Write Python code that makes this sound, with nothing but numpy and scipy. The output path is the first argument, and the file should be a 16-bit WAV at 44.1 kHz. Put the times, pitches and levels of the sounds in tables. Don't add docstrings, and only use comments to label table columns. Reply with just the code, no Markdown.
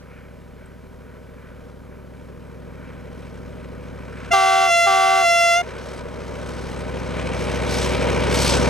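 import sys
import numpy as np
from scipy import signal
from scipy.fft import rfft, irfft, next_fast_len
from scipy.io import wavfile

SR = 44100
rng = np.random.default_rng(int(sys.argv[2]) if len(sys.argv) > 2 else 0)


def persist_wave(psi):
    counts = np.round(np.clip(psi, -1, 1) * 32767).astype(np.int16)
    wavfile.write(sys.argv[1], SR, np.atleast_2d(counts).T)


N = 383229
T = np.arange(N) / SR
HZ = np.fft.rfftfreq(next_fast_len(N, True), 1 / SR)
SIZE = 2 * (len(HZ) - 1)


def from_db(db):
    return 10 ** (np.asarray(db) / 20)


def rms_one(x):
    return x / np.sqrt(np.mean(x ** 2) + 1e-20)


def in_time(rows):
    seconds, *columns = np.transpose(rows)
    return [np.interp(T, seconds, column) for column in columns]


def at_hz(points, hz):
    point_hz, value = np.transpose(points)
    return np.interp(np.log(np.maximum(hz, 1)), np.log(np.maximum(point_hz, 1)), value)


def drift(corner_hz):
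    r = np.exp(-80 * np.pi * corner_hz / SR)
    noise = rng.standard_normal(N // 40 + 2002)
    slow = signal.lfilter([1], [1, -2 * r, r * r], noise)[2000:]
    return np.interp(np.arange(N) / 40, np.arange(len(slow)), rms_one(slow))


def coloured(gain):
    white = rfft(rng.standard_normal(SIZE))
    return rms_one(irfft(white * gain, SIZE)[:N])


# time in seconds, then relative levels in dB of exhaust beat, body roar and rushing band.
APPROACH = [(0, -50, -49, -61.5), (1.5, -49, -48, -66), (3.0, -44.5, -44, -57.5), (4.2, -43, -41.5, -56.5),
            (5.72, -45, -37, -50.5), (6.1, -42.5, -36.5, -51), (6.8, -38, -34, -48),
            (7.0, -36.5, -32.5, -43.5), (7.67, -32.5, -26.5, -34.5), (8.12, -30, -24.5, -32),
            (8.69, -27, -22, -33)]
# middle in seconds, time to fall away in seconds (Gaussian, to 1/e), middle and treble gain in dB.
SWELLS = [(0.16, 0.12, 7, -10), (0.666, .1, 3, -7), (1.113, .07, 5, -6), (1.473, 0.15, 5.5, -1),
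          (1.955, 0.074, 2.5, -10), (2.856, 0.12, 6, 0), (3.3, 0.17, 1, 6), (4.255, 0.28, 6.5, 3.5),
          (5.68, 0.3, 3.5, 3.5), (5.89, 0.073, -1.5, 4), (6.3, 0.084, -0.5, 1.5), (6.577, 0.18, 1.5, 6),
          (7.162, 0.07, 2.5, 1.5), (7.42, 0.059, -1, 3), (7.769, .11, 0.5, 12.5), (8.462, .12, 1, 13)]
CLATTER_GROWS, HOLLOW_GROWS = 1.45, 1.23


def band_levels():
    beat_db, body_db, rush_db = in_time(APPROACH)
    middle_s, half_s, *gains = np.transpose(SWELLS)
    bumps = np.exp(-((T[::100, None] - middle_s) / half_s) ** 2)
    middle_db, treble_db = [np.interp(T, T[::100], bumps @ gain) for gain in gains]
    machinery_db = body_db + middle_db
    clatter_db = CLATTER_GROWS * body_db + treble_db
    return [beat_db, body_db, machinery_db, clatter_db, rush_db + middle_db, HOLLOW_GROWS * body_db]


# time in seconds, lead in turns.
AHEAD = [(0, -.052), (3.8, -.06), (7.4, 0), (8.7, .012)]
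REV_PER_S = 13.266
TURN = REV_PER_S * T + np.interp(T, *np.transpose(AHEAD))
# multiple of shaft speed, relative level in dB.
BEAT = [(1, -48), (2, -34), (3, -21), (4, -20), (5, 1.5), (6, -30.5), (7, -9.5), (8, -4.5), (9, -11),
        (10, -8), (11, -7), (12, -21.5), (13, -3.5), (14, -8), (15, -14), (16, -20), (17, -8), (18, -6.5),
        (19, -12), (20, -10.5), (21, -13.5), (22, -14), (23, -22), (24, -8.5), (25, -36), (26, -7),
        (27, -12), (28, -2), (29, -2), (30, -19), (31, -32), (32, -13), (33, -11), (34, -14), (35, -1.5),
        (36, -10.5), (37, 2.5), (38, -8.5), (39, -1.5), (40, -12), (41, -35.5), (42, -54), (43, -4),
        (44, -23), (45, -8), (46, -19)]
DIPS = [(.038, .6), (.086, 1), (.265, .45), (.316, .4), (.453, 1), (.482, .7), (.626, .7), (.854, .7),
        (.891, .5)]
# multiple of shaft speed, peak in dB beside the upper exhaust tones at rms 1.
WHINE = [(47, -12), (58.75, -13), (66.1, -21), (94, -17)]


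def exhaust(beat_db, body_db):
    share, depth = np.transpose(DIPS)
    turn = TURN[::10]
    low, high = 0, 0
    for k, db in BEAT:
        start = np.angle(-np.sum(depth * np.exp(-2j * np.pi * k * share)))
        waver = drift(0.88)[::10] * k
        phase = 2 * np.pi * k * turn + start + .012 * waver[::-1]
        tone = from_db(db + .05 * waver) * np.cos(phase)
        if k < 24:
            low = low + tone
        else:
            high = high + tone
    whine = 0
    for k, db in WHINE:
        whine = whine + from_db(db + 1.1 * drift(10.0)[::10]) * np.cos(2 * np.pi * k * turn)
    coarse = [rms_one(low), rms_one(high) + whine]
    low, high = signal.resample_poly(coarse, 10, 1, axis=1)[:, :N]
    return from_db(beat_db + 7.0) * low + from_db(body_db - 3.0) * high


# place as a share of a turn, relative strength in dB.
FIRINGS = [(.118, -3), (.313, -1), (.488, -.5), (.725, -1.5), (.88, -3)]


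def puffs(width):
    out = 0
    luck_db = rng.normal(0, 2.5, (int(TURN[-1]) + 3, len(FIRINGS)))
    for k, (share, db) in enumerate(FIRINGS):
        nearest = np.round(TURN - share)
        strength = from_db(db + luck_db[nearest.astype(int) + 1, k])
        out = out + strength * np.exp(-((TURN - share - nearest) / width) ** 2)
    return out / out.mean()


# frequency in Hz, relative level in dB per Hz.
ROAR = [(15, -42), (30, -21), (60, -2), (130, -8), (250, -2), (400, 1), (510, 10.5), (680, -9),
        (1450, -6.5), (1950, -12), (3000, -13.5), (5700, -26), (8200, -39.5), (11000, -37.5), (15500, -56)]
# frequency in Hz, width in Hz, peak in dB on the scale of the roar.
PANELS = [(938, 126, 5.5), (1512, 21, 2.5), (2280, 230, -1), (4280, 94, -15), (5560, 170, -12),
          (8160, 2150, -19.5)]
BAND_HZ = [130, 500, 1450, 4500, 2350, 790]


def roar(levels_db, noise_db):
    ring = 0
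    for hz, width_hz, db in PANELS:
        resonance = from_db(2 * db) / (1 + (2 * (HZ - hz) / width_hz) ** 2)
        ring = ring + resonance / from_db(2 * at_hz(ROAR, hz))
    ringing = [coloured(np.sqrt(1 + ring)) for k in range(2)]
    near = slice(int(6.5 * SR), N)
    change_db = np.array([level[::20] - level[near].mean() for level in levels_db])
    beat = puffs(width=0.06)
    together = drift(7.4)[::20]
    edges = 25 * 2 ** np.arange(0, 9.4, 1 / 3)
    out = 0
    for k, (low, high) in enumerate(zip(edges, edges[1:])):
        hz = np.sqrt(low * high)
        band_pass = signal.butter(2, [low, high], "band", fs=SR, output="sos")
        band = signal.sosfilt(band_pass, ringing[k % 2])
        weights = [at_hz(sorted(zip(BAND_HZ, row)), hz) for row in np.eye(len(BAND_HZ))]
        throb = np.clip(at_hz([(200, 0.033), (500, 0.13), (2000, 0.26), (7000, 0.47)], hz), 0, 1)
        flicker_depth = at_hz([(300, 0.32), (1500, 0.37), (8000, 1.8)], hz)
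        flicker_db = flicker_depth * (together + drift(14)[::20])
        gain = np.interp(T, T[::20], from_db(at_hz(ROAR, hz) + weights @ change_db + flicker_db))
        out = out + band * (1 - throb + throb * beat) * gain
    return from_db(noise_db) * out / np.std(out[near])


def blow(blasts, shape, bend, hz):
    attack_s, build_db, build_s, sag_db, close_s, close_db, dull_db, ring_s = shape
    opening_hz, settling_s, closing_hz = bend
    level_db, bright, pitch = np.full(N, -90.), np.zeros(N), np.full(N, hz)
    for start, stop, db, tilt_db in blasts:
        on = (T > start) & (T < stop + ring_s)
        age, left = T[on] - start, stop - T[on]
        rising = np.clip(1 - age / attack_s, 0, 1)
        closing = np.clip(1 - left / close_s, 0, 1)
        ringing_out = np.minimum(left, 0) / ring_s
        level_db[on] = (db - 45 * rising ** 2 - build_db * np.exp(-age / build_s) - sag_db * age
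                        - close_db * closing ** 2 + 45 * ringing_out)
        bright[on] = tilt_db - 12 * rising - dull_db * closing + 25 * ringing_out
        falling = np.sin(np.pi / 2 * np.minimum(1.5 * closing, 1)) ** 2
        pitch[on] += opening_hz * np.exp(-age / settling_s) + closing_hz * falling
    return level_db, bright, pitch


def trumpet(level_db, bright, pitch, tones, spread):
    on = level_db > -89
    phase = 2 * np.pi * np.cumsum(pitch[on]) / SR
    out = np.zeros(N)
    total = np.sqrt(np.sum(from_db(np.array(tones)[:, 1]) ** 2) / 2)
    wind = drift(14.0)
    for k, db in tones:
        waver_db = .6 * np.sqrt(k) * np.roll(wind, int(k) * 12000)[on]
        overtone = np.sin(k * phase + spread * k * k)
        out[on] += from_db(db + bright[on] * np.log2(k) + waver_db) * overtone
    return from_db(level_db) * out / total, from_db(level_db) * on


# multiple of the note, relative level in dB.
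HIGH_TONES = [(1, 5.5), (2, -2), (3, 1), (4, -2.5), (5, -7.5), (6, -15), (7, -17), (8, -14), (9, -11.5),
              (10, -16.5), (11, -24.5), (12, -24), (13, -24.5), (14, -32), (15, -28), (16, -34.5),
              (17, -38), (18, -30), (19, -43), (20, -46), (21, -40), (22, -56)]
LOW_TONES = [(1, -13), (2, 0), (3, -3), (4, -14), (5, -26), (6, -26), (7, -22), (8, -22), (9, -27),
             (10, -25), (11, -29), (12, -30), (13, -31), (14, -31), (15, -34), (16, -37), (17, -35),
             (18, -37), (20, -40), (22, -42), (24, -44), (26, -46)]
# valve opens in seconds, diaphragm stops in seconds, level in dB, brightness in dB per octave.
HIGH_BLASTS = [(4.301, 5.617, -7, 0.6)]
LOW_BLASTS = [(4.313, 4.705, -6, 1), (4.848, 5.25, -6, 0.24)]
HIGH_HZ, LOW_HZ = 684.7, 384.0
# attack in seconds, build-up in dB, build-up in seconds, sag in dB per second,
# closing in seconds, closing in dB, closing dullness in dB per octave, ring-out in seconds.
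HIGH_SHAPE = (0.018, 8.5, 0.083, 1.6, .075, 8.2, 3.2, 0.014)
LOW_SHAPE = (0.027, 6.6, 0.039, 10.6, 0.0554, 12, 1.8, .04)
# opening in Hz, settling in seconds, closing in Hz.
HIGH_BEND = (12, .025, 17)
LOW_BEND = (18, .03, -5)
SHARED_AIR_DB, SHARED_DULL_DB = 2, 0.77
# frequency in Hz, relative level in dB per Hz.
HORN_AIR = [(200, -35), (500, -28), (800, -23), (1300, -26), (3500, -27), (7000, -24.5), (15000, -43)]


def horn():
    low_db, low_bright, low_pitch = blow(LOW_BLASTS, LOW_SHAPE, LOW_BEND, LOW_HZ)
    high_db, high_bright, high_pitch = blow(HIGH_BLASTS, HIGH_SHAPE, HIGH_BEND, HIGH_HZ)
    shared = np.minimum(from_db(low_db - low_db.max() + 6), 1)
    high_db = high_db - SHARED_AIR_DB * shared
    high_bright = high_bright - SHARED_DULL_DB * shared
    high, high_flow = trumpet(high_db, high_bright, high_pitch, HIGH_TONES, spread=.55)
    low, low_flow = trumpet(low_db, low_bright, low_pitch, LOW_TONES, spread=.3)
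    flow = from_db(-26) * high_flow + from_db(-22) * low_flow
    air = coloured(from_db(at_hz(HORN_AIR, HZ))) * flow
    swing = signal.sosfilt(signal.butter(1, 350, fs=SR, output="sos"), low)
    tug = signal.sosfilt(signal.butter(2, 800, "high", fs=SR, output="sos"), 1.7 * high * swing)
    return air - high - low - tug


# time in seconds, peak in dB, frequency in Hz.
TICKS = [(0.6594, -46, 8140)]


def ticks():
    out = np.zeros(N)
    for s, db, hz in TICKS:
        age = np.maximum(T - s, 0)
        out += from_db(db - 60 * age / 0.013) * np.sin(2 * np.pi * hz * age)
    return out


def breeze():
    shape = (HZ > 22) / (1 + (HZ / 42) ** 4)
    return from_db(-58 + 1.7 * drift(5.3)) * coloured(shape)


# frequency in Hz, relative level in dB per Hz.
HISS = [(1760, -20), (3000, -1), (3510, -3.5), (5570, -5.5), (8070, -9), (10100, -8.5), (15500, -11)]


def microphone_hiss():
    common, left, right = [coloured(from_db(at_hz(HISS, HZ))) for k in range(3)]
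    return from_db(-65.5) * (common + .3 * np.array([left, right]))


# frequency in Hz, lead in radians.
LEAD = [(25, .5), (60, .55), (125, 1.0), (260, 1.5), (520, 1.2), (1120, .82), (2580, .52), (6700, .46),
        (12000, .1)]
# frequency in Hz, relative level in dB.
SCATTER = [(500, -84), (2000, -26), (4500, -14.5), (8000, -14), (12000, -30)]
SCATTER_S = .02


def ports(x, pan_db):
    dip = 1 - .5 / (1 + ((HZ - 7300) / 350) ** 2)
    wave = rfft(x, SIZE) * dip
    half = from_db(pan_db / 2) * np.exp(.5j * at_hz(LEAD, HZ))
    grass = rng.standard_normal(SR // 10) * np.exp(-T[:SR // 10] / SCATTER_S)
    stray = from_db(at_hz(SCATTER, HZ)) * rfft(grass / np.linalg.norm(grass), SIZE)
    left = irfft(wave * (half + stray), SIZE)[:N]
    right = irfft(wave * (1 / half - stray), SIZE)[:N]
    return np.array([left, right])


# frequency in Hz, left minus right in dB.
ENGINE_PAN = [(60, 1.4), (240, .7), (950, .6), (3800, .9), (15000, .5)]
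# time in seconds, change of left minus right in dB.
DRAWING_LEFT = [(0, -.6), (4.2, -.4), (6.5, 0), (8.69, .1)]


def scene():
    levels_db = band_levels()
    beat_db, body_db = levels_db[:2]
    engine = exhaust(beat_db, body_db) + roar(levels_db, noise_db=-25.0)
    engine = ports(engine, at_hz(ENGINE_PAN, HZ))
    engine = engine * from_db(in_time(DRAWING_LEFT)[0] * np.array([[.5], [-.5]]))
    others = ports(horn() + ticks() + breeze(), -0.35)
    return engine + others + microphone_hiss()


def record(dry):
    r = np.exp(-1 / (.007 * SR))
    power = signal.lfilter([1 - r], [1, -r], np.mean(dry ** 2, axis=0))
    level_db = 10 * np.log10(power + 1e-12)
    release = 60.0 * T
    held_db = np.maximum.accumulate(level_db + release) - release
    excess_db = np.maximum(held_db + 15.0, 0)
    cut_db = signal.lfilter([1 - r], [1, -r], 0.91 * excess_db)
    rounded = .8 * np.tanh(dry * from_db(-cut_db) / .8)
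    top_cut = signal.cheby2(18, 60, 15800, fs=SR, output="sos")
    return signal.sosfilt(top_cut, rounded)


dry = scene()
out = record(dry)
persist_wave(out)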